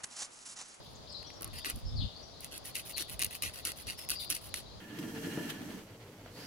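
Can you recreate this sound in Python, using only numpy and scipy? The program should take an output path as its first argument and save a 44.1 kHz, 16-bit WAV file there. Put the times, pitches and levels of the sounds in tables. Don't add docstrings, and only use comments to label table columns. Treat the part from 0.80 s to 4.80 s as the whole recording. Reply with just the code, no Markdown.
import sys
import numpy as np
from scipy import signal
from scipy.fft import rfft, irfft
from scipy.io import wavfile

SR = 44100
rng = np.random.default_rng(int(sys.argv[2]) if len(sys.argv) > 2 else 0)


def store_pcm(level_fs):
    pcm = np.round(np.clip(level_fs, -1, 1) * 32767).astype(np.int16)
    wavfile.write(sys.argv[1], SR, np.atleast_2d(pcm).T)


N = 176400
TIME = np.arange(N) / SR
FFT_SIZE = 2 ** 18
FREQS = np.maximum(np.arange(FFT_SIZE // 2 + 1) * SR / FFT_SIZE, 1)

# frequency in Hz, relative level in dB.
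MURMUR_TONE = [(25, -9), (65, 7), (150, 2), (350, -4), (620, -0.5), (850, -6.5), (1100, -7.5), (1600, -16),
               (2500, -19), (6000, -25.5), (16000, -38.5)]
# frequency in Hz, relative level in dB.
CHORUS_TONE = [(1500, -32), (2600, -12), (3300, 1.5), (4000, 2), (4900, 4.5), (5400, -4.5), (5800, -6),
               (6400, -5.5), (8500, -20.5), (11000, -12.5), (13000, -47), (16000, -18)]
# frequency in Hz, relative level in dB.
WIND_TONE = [(15, -26), (40, -0.5), (100, 1), (150, -11), (250, -17), (500, -41), (2000, -70)]
# start in seconds, length in seconds, relative level in dB.
WIND_PUFFS = [(0.605, 0.23, -53.5), (0.926, 0.072, -44), (1.022, 0.078, -43), (1.08, 0.18, -42.5),
              (1.188, 0.1, -41.5), (2.27, 0.19, -55), (2.44, 0.053, -57), (2.609, 0.11, -53),
              (3.038, 0.07, -56), (3.5, 1, -64)]
# start and length in seconds, first and last pitch in Hz, relative level in dB.
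CHIRPS = [(0.146, 0.029, 7440, 3990, -58.5), (0.267, 0.021, 3380, 5520, -53),
          (0.285, 0.041, 5440, 4246, -49), (0.32, 0.012, 8100, 7750, -54), (0.317, .02, 5180, 4370, -47),
          (0.342, 0.016, 3810, 4280, -43.5), (0.353, .04, 3900, 4890, -48),
          (0.461, 0.027, 5700, 5660, -51.5), (0.53, 0.016, 6700, 7100, -63),
          (0.563, 0.027, 5580, 5470, -56), (0.437, 0.056, 3010, 3495, -59),
          (0.797, 0.04, 3150, 3820, -53.5), (1.076, 0.075, 3980, 3370, -61),
          (0.753, 0.054, 5130, 4590, -49.5), (0.818, 0.032, 5100, 4310, -54),
          (1.046, 0.059, 5250, 5080, -53.5), (1.156, 0.051, 4965, 4020, -44),
          (1.191, 0.052, 4210, 3157, -44.5), (1.344, 0.053, 4320, 4945, -52),
          (1.422, 0.026, 5800, 5650, -54), (1.483, 0.021, 4430, 5200, -62),
          (2.129, 0.046, 4765, 3960, -43.5), (2.179, 0.031, 3880, 3260, -47),
          (3.167, 0.058, 5460, 5050, -51), (3.35, 0.029, 4910, 4510, -40.5),
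          (3.381, 0.043, 4975, 3466, -43.5)]
# start and length in seconds, relative level in dB,
# treble tilt in dB per octave (above zero is brighter).
RETURN_STROKES = [(0.022, 0.11, -67, -4.5), (0.726, 0.069, -49, -5.5), (0.935, 0.068, -62.5, -3),
                  (1.602, 0.059, -51.5, -4.5), (1.84, 0.054, -46, -3.5), (2.046, 0.07, -48.5, -2.5),
                  (2.278, 0.057, -46, -4), (2.499, 0.063, -45, -4), (2.726, 0.074, -48, -4.5),
                  (2.952, 0.07, -50.5, -4), (3.171, 0.069, -51, -4), (3.389, 0.058, -48, -2.5),
                  (3.606, 0.081, -52.5, -3.5)]
# frequency in Hz, relative level in dB.
RETURN_TONE = [(300, -23), (1200, -13), (1600, -7.5), (2000, 1.5), (2300, -5.5), (2750, 2.5), (3300, 0.5),
               (4000, 1), (5500, 0.5), (7700, -2), (9000, 4), (10500, 10), (13300, 1.5), (15400, 8.5),
               (17000, -51)]
# start and length in seconds, relative level in dB, fade over the stroke in dB, #
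# treble tilt in dB per octave, ring of the claw in Hz.
PUSH_STROKES = [(0.604, 0.084, -65, 9, -11, 1340), (.845, 0.062, -37, 7.5, -2.2, 1430),
                (1.708, 0.063, -50, -0.5, 0, 2880), (1.944, 0.054, -40.5, 4, 1, 2800),
                (2.158, 0.059, -46, -7, 1, 3300), (2.395, 0.065, -40, 8.5, -0.5, 2750),
                (2.616, 0.075, -38, 7.5, -0.5, 2480), (2.844, 0.059, -36.5, 4.5, 0, 1450),
                (3.063, 0.063, -43, 5, -0.5, 2760), (3.302, 0.042, -34.5, 10.5, 1, 2850),
                (3.493, 0.076, -37.5, 9.5, 1, 2860), (3.744, 0.06, -39.5, 12, 0.5, 3420)]
# frequency in Hz, relative level in dB.
PUSH_TONE = [(200, -6), (450, -14), (800, -10.5), (1200, -5), (1600, -2), (2000, 6.5), (2300, -1.5),
             (2750, 5.5), (3200, -1), (3950, 3.5), (4600, 3), (5400, -0.5), (5750, 2.5), (6500, -2.5),
             (7900, -4), (9000, -0.5), (10200, 4), (11300, 1), (12500, -7.5), (13500, -9.5), (15300, -4),
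             (17000, -39)]
# frequency in Hz, relative level in dB.
JUDDER_TONE = [(60, -17.5), (250, -0.5), (400, 2.5), (600, -2.5), (850, -9), (1350, -9), (2500, -13.5),
               (4000, -20)]
# time in seconds, relative level in dB, treble tilt in dB per octave.
CLAW_CATCHES = [(.429, -36, -1.5), (.503, -38, -5.5), (0.61, -30.5, 2), (.96, -37, 9),
                (0.6217, -30.5, 13.5), (0.6305, -25, 1), (0.645, -24.5, 7), (0.677, -36, 3.5),
                (0.847, -23.5, -5), (0.854, -25, 0), (0.867, -25, 12), (.9, -25, 10), (1.607, -34, 7.5),
                (1.6455, -24.5, 4.5), (1.779, -26, 5.5), (1.857, -31.5, 10), (1.955, -17.5, 2),
                (2.174, -24, 2), (2.1812, -16.5, 3), (2.2227, -18.5, 1.5), (2.394, -16.5, 2),
                (2.3996, -22, -2), (2.4184, -14.5, 2.5), (2.421, -20, 9), (2.4247, -13.5, -0.5),
                (2.435, -17, 2), (2.4457, -15, 3), (2.448, -20, 10.5), (2.465, -25.5, 4),
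                (2.6233, -15.5, 3.5), (2.628, -27, 10), (2.852, -14, 6.5), (3.07, -27, 1), (2.919, -22, 1),
                (3.1, -20, -1), (3.2894, -19, 4), (3.297, -15, 1), (3.3039, -11.5, 2.5), (3.316, -18.5, 0),
                (3.5022, -11.5, 3), (3.5077, -17, 1.5), (3.513, -16.5, 1), (3.5254, -18, 0),
                (3.549, -21, 4.5), (3.552, -23, 6), (3.7416, -15, -1)]
# frequency in Hz, gain in dB.
NEAR_ECHO_TONE = [(500, -1), (2000, -5), (4500, -2), (6000, -1.5), (7600, 6), (10500, -6), (16000, -2.5)]
# frequency in Hz, phase lead in radians.
LEFT_LEAD = [(100, 0.17), (800, 1.73), (1400, 1.84), (2000, 4.14), (2500, 6.46), (3100, 6.8), (3800, 10.35),
             (6300, 10.8), (7700, 13.5), (8600, 20.96), (9200, 21.4), (9800, 19.5), (12000, 18.5),
             (13000, 13.4), (14000, 17.2), (15300, 11.9), (17000, 11)]
# frequency in Hz, left minus right in dB.
LEFT_BALANCE = [(300, 5), (800, 7), (1200, 1), (1600, -1.5), (2700, -4), (3300, 1), (4500, 9.5), (5400, 8),
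                (6400, 5.5), (7300, 11), (8700, 5.5), (9700, -3.5), (11000, -1), (16000, 0)]

WARBLE_HZ, WARBLE_DEPTH, LEAVES_CUTOFF_HZ = 605.7, 0.0507, 5800
RETURN_GAIN_DB, PUSH_GAIN_DB, CATCH_GAIN_DB, JUDDER_GAIN_DB = 3.5, 2.5, 6.5, -14.5


def from_db(db):
    return 10 ** (np.asarray(db) / 20)


def rms_one(x):
    return x / np.sqrt(np.mean(x ** 2) + 1e-20)


def per_hz(points):
    hz, value = np.transpose(points)
    return np.interp(np.log(FREQS), np.log(hz), value)


def colour(x, db):
    cepstrum = irfft(np.log(from_db(db)))
    cepstrum[1:FFT_SIZE // 2] *= 2
    cepstrum[FFT_SIZE // 2 + 1:] = 0
    return irfft(rfft(x, FFT_SIZE) * np.exp(rfft(cepstrum)))[..., :N]


def apply_tone(x, points):
    db = per_hz(points)
    return colour(x, db - 10 * np.log10(np.mean(from_db(db) ** 2)))


def tilt(x, slope_db, pivot_hz=6000):
    hz = np.maximum(np.arange(len(x) // 2 + 1) * SR / len(x), 1000)
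    return irfft(rfft(x) * from_db(slope_db * np.log2(hz / pivot_hz)), len(x))


def drift(per_s):
    targets = rng.standard_normal(4000)
    return np.interp(TIME * per_s, np.arange(len(targets)), targets)


def pan(db):
    return rms_one(from_db([[db / 2], [-db / 2]]))


def add(track, start, sound):
    i = int(start * SR)
    track[i:i + len(sound)] += sound[:N - i]


def scatter(x, t60):
    tail = rng.standard_normal((2, SR)) * from_db(-60 * TIME[:SR] / t60)
    return signal.fftconvolve(np.atleast_2d(x), rms_one(tail) / np.sqrt(SR), axes=1)[:, :N]


def air(tone, shared_db, flicker_db, per_s):
    white = rng.standard_normal((2, N)) + from_db(shared_db) * rng.standard_normal(N)
    return rms_one(apply_tone(white, tone) * from_db(flicker_db * drift(per_s)))


def garden_background():
    chorus = from_db(-58) * pan(db=3) * air(CHORUS_TONE, shared_db=-32, flicker_db=0.5, per_s=31)
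    murmur = from_db(-53) * pan(db=0.5) * air(MURMUR_TONE, shared_db=-6.5, flicker_db=1.08, per_s=36)
    return chorus + murmur


def wind():
    force = np.zeros(N)
    for start, length, db in WIND_PUFFS:
        add(force, start, from_db(db) * np.sin(np.linspace(0, np.pi, int(length * SR))))
    rumble = rms_one(apply_tone(rng.standard_normal((2, N)), WIND_TONE))
    return from_db(7.5) * force * rumble


def birds():
    song, warble = np.zeros(N), drift(WARBLE_HZ)
    far_notes = [(r[0] * N / SR, 0.025, *(3090 + 2255 * r[1:]), -58) for r in rng.random((40, 3))]
    for start, length, first_hz, last_hz, db in CHIRPS + far_notes:
        progress = np.linspace(0, 1, int(length * SR))
        glide_hz = first_hz + (last_hz - first_hz) * progress
        depth = WARBLE_DEPTH * (0.41 + 4 * abs(np.log(last_hz / first_hz)))
        hz = glide_hz * (1 + depth * np.roll(warble, -int(start * SR))[:len(progress)])
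        swell = 2 * from_db(db) * np.sin(np.pi * progress)
        add(song, start, swell * np.sin(2 * np.pi * np.cumsum(hz) / SR))
    leaves = signal.butter(6, LEAVES_CUTOFF_HZ, fs=SR, output="sos")
    echoes = signal.sosfilt(leaves, scatter(song, t60=0.51))
    return pan(db=8) * (from_db(-3) * song + echoes)


def hand_echoes(x, t60, shifts_per_s=70):
    shares = np.array([drift(shifts_per_s) for _ in range(4)])
    shares = shares / np.sqrt(np.sum(shares ** 2, axis=0))
    return sum(share * scatter(x, t60) for share in shares)


def grit(grains_per_s, chatter_db, spread_db=4.5):
    sizes = from_db(spread_db * np.minimum(rng.exponential(1, N), 4)) * rng.choice([-1, 1], N)
    hits = rng.random(N) < grains_per_s / SR
    return rms_one(sizes * hits * from_db(chatter_db * drift(350)))


def stroke(ticks, start, length, attack_s, release_s, fade_db):
    t, i = TIME[:SR // 5], int(start * SR)
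    build = np.minimum(t / attack_s, 1)
    fade = from_db(-fade_db * np.minimum(t / length, 1))
    let_go = np.exp(-np.maximum(t - length, 0) / release_s)
    return ticks[i:i + len(t)] * build * fade * let_go


def return_strokes():
    track, ticks = np.zeros(N), grit(grains_per_s=11000, chatter_db=3.7)
    for start, length, db, slope in RETURN_STROKES:
        scrape = stroke(ticks, start, length, attack_s=0.014, release_s=0.011, fade_db=-0.5)
        add(track, start, from_db(db + RETURN_GAIN_DB) * tilt(scrape, slope))
    return apply_tone(track, RETURN_TONE)


def claw_ring(x, hz):
    return x + 0.67 * signal.lfilter(*signal.iirpeak(hz, Q=3.6, fs=SR), x)


def claw_catches(crumble_s=0.00029):
    track, t = np.zeros(N), TIME[:SR // 100]
    for start, db, slope in CLAW_CATCHES:
        crumble = from_db(-18) * rng.standard_normal(len(t)) * np.exp(-t / crumble_s)
        snap = np.pad((t == 0) + crumble, len(t))
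        add(track, start - len(t) / SR, from_db(db + CATCH_GAIN_DB) * tilt(snap, slope))
    return track


def push_strokes():
    track, ticks = np.zeros(N), grit(grains_per_s=5500, chatter_db=2.0)
    for start, length, db, fade_db, slope, ring_hz in PUSH_STROKES:
        scrape = stroke(ticks, start, length, attack_s=0.013, release_s=0.012, fade_db=fade_db)
        add(track, start, from_db(db + PUSH_GAIN_DB) * claw_ring(tilt(scrape, slope), ring_hz))
    judder = from_db(JUDDER_GAIN_DB) * apply_tone(scatter(track, t60=0.021)[0], JUDDER_TONE)
    return apply_tone(track + claw_catches(), PUSH_TONE) + judder


def claw_filing():
    rasp = push_strokes() + return_strokes()
    late_right = irfft(rfft(rasp, FFT_SIZE) * np.exp(-1j * per_hz(LEFT_LEAD)))[:N]
    echo_db = per_hz(NEAR_ECHO_TONE)
    near_echo = colour(hand_echoes(rasp, t60=0.018), echo_db)
    garden_echo = from_db(-18.5) * scatter(rasp, t60=0.15)
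    stereo = np.array([rasp, late_right]) + near_echo + garden_echo
    balance = from_db(per_hz(LEFT_BALANCE) * [[0.5], [-0.5]])
    balance /= np.sqrt(np.mean(balance ** 2, axis=0) * (1 + from_db(echo_db) ** 2))
    return irfft(rfft(stereo, FFT_SIZE) * balance)[:, :N]


def scene():
    return claw_filing() + birds() + garden_background() + wind()


def record(dry):
    return signal.sosfilt(signal.ellip(10, 0.1, 70, 16300, fs=SR, output="sos"), dry)


dry = scene()
out = record(dry)
store_pcm(out)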